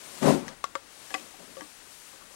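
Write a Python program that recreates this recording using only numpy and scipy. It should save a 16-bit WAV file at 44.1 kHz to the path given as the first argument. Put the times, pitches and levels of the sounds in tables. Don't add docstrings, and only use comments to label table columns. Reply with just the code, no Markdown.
import sys
import numpy as np
from scipy import signal
from scipy.io import wavfile

SR = 44100
rng = np.random.default_rng(int(sys.argv[2]) if len(sys.argv) > 2 else 0)


def transcribe(u):
    v = np.clip(np.atleast_2d(u).T, -1, 1)
    q = np.round(v * 32767).astype(np.int16)
    wavfile.write(sys.argv[1], SR, q)


def volts(x):
    e = np.asarray(x, float) / 20
    return 10 ** e


N = 103635


def at_hz(points, hz):
    table_hz, table_db = np.transpose(points)
    return np.interp(np.log(hz), np.log(table_hz), table_db)


def in_time(rows):
    time_s, *columns = np.transpose(rows)
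    return [np.interp(np.arange(N) / SR, time_s, column) for column in columns]


def rms_one(x):
    return x / np.sqrt(np.mean(x ** 2) + 1e-20)


def filtered(x, order, hz, kind):
    return signal.sosfilt(signal.butter(order, hz, kind, fs=SR, output="sos"), x)


def drift(rate_hz):
    every = 40
    pole = np.exp(-2 * np.pi * rate_hz * every / SR)
    white = rng.standard_normal(N // every + 2002)
    slow = signal.lfilter([1], [1, -2 * pole, pole * pole], white)[2000:]
    return np.interp(np.arange(N) / every, np.arange(len(slow)), rms_one(slow))


def ring(x, hz, t60_s):
    radius, angle = volts(-60 / (t60_s * SR)), 2 * np.pi * hz / SR
    poles = [1, -2 * radius * np.cos(angle), radius * radius]
    return signal.lfilter([0, np.sin(angle)], poles, x + 1e-18)


def grains(rate_per_s, spread_db):
    size_db = spread_db * np.minimum(rng.exponential(1, N), 4)
    clicks = volts(size_db) * rng.choice([-1, 1], N)
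    return rms_one(clicks * (rng.random(N) < rate_per_s / SR))


def coloured(spectrum, patchy_db, grain, tilt_db=0):
    out, together = 0, drift(6)
    edges = 2 ** np.r_[4.5:12:.5, 12:14.1:.25]
    white = rng.standard_normal((2, N)) + grain
    for k, (low, high) in enumerate(zip(edges, [*edges[1:], 19000])):
        band = filtered(white[k % 2], 2, [low, high], "band")
        level_db = at_hz(spectrum, np.sqrt(low * high)) + tilt_db * np.log2(high / 5000)
        flicker_db = patchy_db * (0.33 * together + drift(12.6))
        out = out + band * volts(level_db + flicker_db)
    return rms_one(out)


# (frequency [Hz], density [dB per Hz])
HISS_SPECTRUM = [(20, -1.5), (100, -8.5), (300, -6), (1400, -8), (8000, -17.5), (10500, -16), (13000, -36),
                 (16000, -45)]


def tape_hiss():
    return volts(-61) * coloured(HISS_SPECTRUM, patchy_db=-0.9, grain=0)


def line_whistle():
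    whistle_hz, whistle_db = 15734, -77
    return volts(whistle_db) * np.sin(2 * np.pi * whistle_hz * np.arange(N) / SR)


# (time [s], level [dB], brightness [dB per octave])
NYLON_SLIDE = [(0, -50, -0.3), (.2, -46.5, 0.2), (.3, -40, -0.2), (.46, -58.5, -2.3), (.6, -58, -2.5),
               (.85, -57.5, -1.6), (.97, -53, -0.3), (1.15, -49.5, -0.6), (1.24, -51.5, -0.5),
               (1.36, -54, -0.8), (1.56, -52.5, -0.4), (1.7, -53.5, 0), (1.86, -54, -1), (1.92, -52.5, 0.7),
               (2.1, -52.5, 0.5), (2.2, -55, -0.9), (2.3, -55, -0.5), (2.35, -52.5, -0.3)]
# (frequency [Hz], density [dB per Hz])
NYLON_SPECTRUM = [(150, -10.5), (300, -6), (800, -5), (1600, -4), (5000, -6), (9000, -4.5), (12500, -13.5),
                  (16000, -24)]


def nylon():
    slide_db, bright_db = in_time(NYLON_SLIDE)
    rub = 0.47 * grains(rate_per_s=6000, spread_db=3.0)
    return volts(slide_db) * coloured(NYLON_SPECTRUM, patchy_db=0.55, grain=rub, tilt_db=bright_db)


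# (time [s], length [s], level [dB])
BAG_SCUFFS = [
    (-0.02, 0.46, -60),
    (1.002, 0.072, -63.5),
    (1.159, 0.2, -58),
    (1.387, 0.097, -52.5),
    (1.476, 0.1, -58.5),
    (1.563, 0.14, -56),
    (2.125, 0.047, -60),
    (2.226, 0.07, -62.5),
]


def scuff_envelope():
    t, out = np.arange(N) / SR, 0
    for start_s, length_s, db in BAG_SCUFFS:
        phase = np.clip((t - start_s) / length_s, 0, 1) ** 0.45
        out = out + volts(db) * np.sin(np.pi * phase)
    return out


# (time [s], thud level [dB], bead and cloth rush level [dB])
WEIGHT_LANDING = [
    (0.19, -63, -61),
    (0.202, -60, -70),
    (0.228, -29, -39),
    (0.288, -18.5, -32.5),
    (0.418, -37.5, -55),
    (0.474, -42.5, -51.5),
    (0.48, -44.5, -53.5),
    (0.536, -47.5, -55),
    (0.6, -87, -91),
]
# (frequency [Hz], width [Hz], level [dB])
BAG_HOLLOWS = [(155.7, 9.8, -4), (187, 8.1, -17.5), (204, 18, -6), (237, 14, -0.5), (274.6, 11, -4),
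               (369, 37, -2), (439, 67, -5), (556, 28, -3.5), (630, 25, -9.5), (724, 90, -6),
               (965, 110, -12), (1065, 50, -16)]
# (frequency [Hz], density [dB per Hz])
BEAD_SPECTRUM = [(500, -5.5), (900, 1), (1800, -8), (4300, -15), (8900, -16.5), (12500, -31), (16000, -44)]


def beanbag():
    knocks_per_s, knock_spread_db = 900, 1
    landing_s, darken_db_per_s = .30, 64
    settle_hz, settle_hz_per_s = 298, -330
    thud_db, rush_db = in_time([(0, -90, -90), *WEIGHT_LANDING, (.7, -100, -100)])
    late_s = np.clip(np.arange(N) / SR - landing_s, 0, .3)
    sinking_hz = settle_hz + settle_hz_per_s * late_s
    scuff, out = scuff_envelope(), 0
    for hz, width_hz, db in BAG_HOLLOWS:
        hollow = rms_one(ring(grains(knocks_per_s, knock_spread_db), hz, 2.2 / width_hz))
        octaves_away = np.abs(np.log2(hz / sinking_hz))
        thud = volts(thud_db - 5 + db - darken_db_per_s * late_s * octaves_away)
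        scuff_gain = volts(-8 - 3.5 * abs(np.log2(hz / 420)))
        out = out + hollow * (thud + scuff * scuff_gain)
    thuds = filtered(out, 2, 125, "high")
    bead_grains = .5 * grains(rate_per_s=3400, spread_db=3.0)
    rush = coloured(BEAD_SPECTRUM, patchy_db=-0.5, grain=bead_grains)
    return thuds + volts(rush_db + 2.5) * rush


# (frequency [Hz], level [dB], t60 [s])
LUG_MODES = [(536, -14, 0.095), (935, -9, 0.052), (1163, -6.5, 0.046), (1690, -3.8, 0.019),
             (1900, -5.5, 0.023), (3070, -10, 0.023), (5600, -11, .012)]
GRIP_MODES = [(550, -8.5, 0.084), (660, -13, 0.039), (952, -20, 0.12), (1121, -3.5, 0.05), (1152, 6, 0.034),
              (1365, -2, 0.051), (1545, -11, 0.04), (1770, -6.5, 0.035), (2080, -0.5, 0.031),
              (2530, -14, 0.0081), (3560, -18.5, 0.017), (5330, -24, .012), (7460, -11, 0.034),
              (10560, -18, 0.0074)]
LENS_MODES = [(305, -11.5, 0.11), (538, -10, 0.17), (660, -16, 0.066), (763, -3.5, 0.064),
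              (960, -18, 0.049), (1154, 0.5, 0.083), (1370, -9, 0.035), (1676, -0.6, 0.048),
              (2000, -6, 0.028), (2545, -5, 0.041), (2920, -8, 0.038), (3410, -8, 0.016),
              (5130, -16, 0.023), (7230, -10.5, 0.011)]
# (time [s], level [dB], brightness [dB per octave], crack level [dB])
STRAP_LUG_TICKS = [
    (.481, -38.5, 6, -36),
    (.487, -41, -6, -40),
    (.493, -41, -5.5, -65),
    (1.106, -40, -0.5, -58),
    (.229, -30, -0.5, -36),
    (1.609, -35, -1, -60),
]
GRIP_SIDE_TICKS = [
    (.640, -46, 8.5, -31.5),
    (.6417, -32, 1.7, -34),
    (0.7536, -28, -1.5, -33),
    (.7568, -40, -12, -49),
    (2.212, -58.5, -6, -66),
    (2.222, -54, -11, -73),
    (2.31, -61, -4, -70),
    (2.342, -61.5, -7, -72),
]
LENS_SIDE_TICKS = [(1.1415, -37.5, 7, -31.5), (1.1438, -49, 7, -31), (1.146, -34, -2.5, -52),
                   (1.1499, -34, -2, -60), (1.18, -57, 5.5, -40), (1.197, -68, 1.5, -42),
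                   (1.113, -50, -5, -62), (1.34, -57.5, -6.5, -70), (1.569, -49, -5, -62),
                   (1.618, -48, -7, -67), (2.131, -56.5, -8.5, -74)]


def shell_part(modes, ticks):
    time_s, db, tilt, crack_db = np.transpose(ticks)
    at, out = (time_s * SR).astype(int), 0
    for hz, level_db, t60_s in modes:
        clicks = np.zeros(N)
        scatter_db = rng.normal(0, 5.37, len(at))
        clicks[at] = volts(db + level_db + tilt * np.log2(hz / 1150) + scatter_db)
        out = out - ring(clicks, hz, t60_s)
    ringing = filtered(out, 2, [390, 11700], "band")
    cracks, fade = np.zeros(N), 0
    cracks[at] = volts(crack_db)
    for decay_s, decay_db in [(0.0021, 0), (0.016, -13.5)]:
        fade = fade + volts(decay_db) * signal.lfilter([1], [1, -np.exp(-1 / (decay_s * SR))], cracks)
    return ringing + fade * filtered(rng.standard_normal(N), 2, [2150, 6700], "band")


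def camcorder_shell():
    lug = shell_part(LUG_MODES, STRAP_LUG_TICKS)
    grip = shell_part(GRIP_MODES, GRIP_SIDE_TICKS)
    lens = shell_part(LENS_MODES, LENS_SIDE_TICKS)
    return lug + grip + lens


def room(x):
    t60_s, wall_cut_hz = 0.18, 5000
    out, dull = np.zeros(N), np.exp(-2 * np.pi * wall_cut_hz / SR)
    lags = (rng.uniform(.011, .035, 8) * SR).astype(int)
    for k, lag in enumerate(lags):
        loop, gain, state = x.copy(), volts(-60 * lag / SR / t60_s), [0.]
        for i in range(lag, N, lag):
            back, state = signal.lfilter([gain * (1 - dull)], [1, -dull], loop[i - lag:i], zi=state)
            loop[i:i + lag] += back[:N - i]
        out += (loop - x) * (-1) ** k
    return out


def scene():
    room_db, gain_db = -21.5, 6.5
    ticks = camcorder_shell()
    left = tape_hiss() + line_whistle() + nylon() + beanbag() + ticks + volts(room_db) * room(ticks)
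    return np.array([volts(gain_db) * left, 0 * left])


def roll_off(x):
    return signal.sosfilt(signal.butter(12, 16770, fs=SR, output="sos"), x)


def record(dry):
    cutoff_hz = 15850
    low_pass = signal.ellip(12, .5, 70, cutoff_hz, fs=SR, output="sos")
    mix = signal.sosfilt(low_pass, dry)
    return roll_off(mix)


dry = scene()
out = record(dry)
transcribe(out)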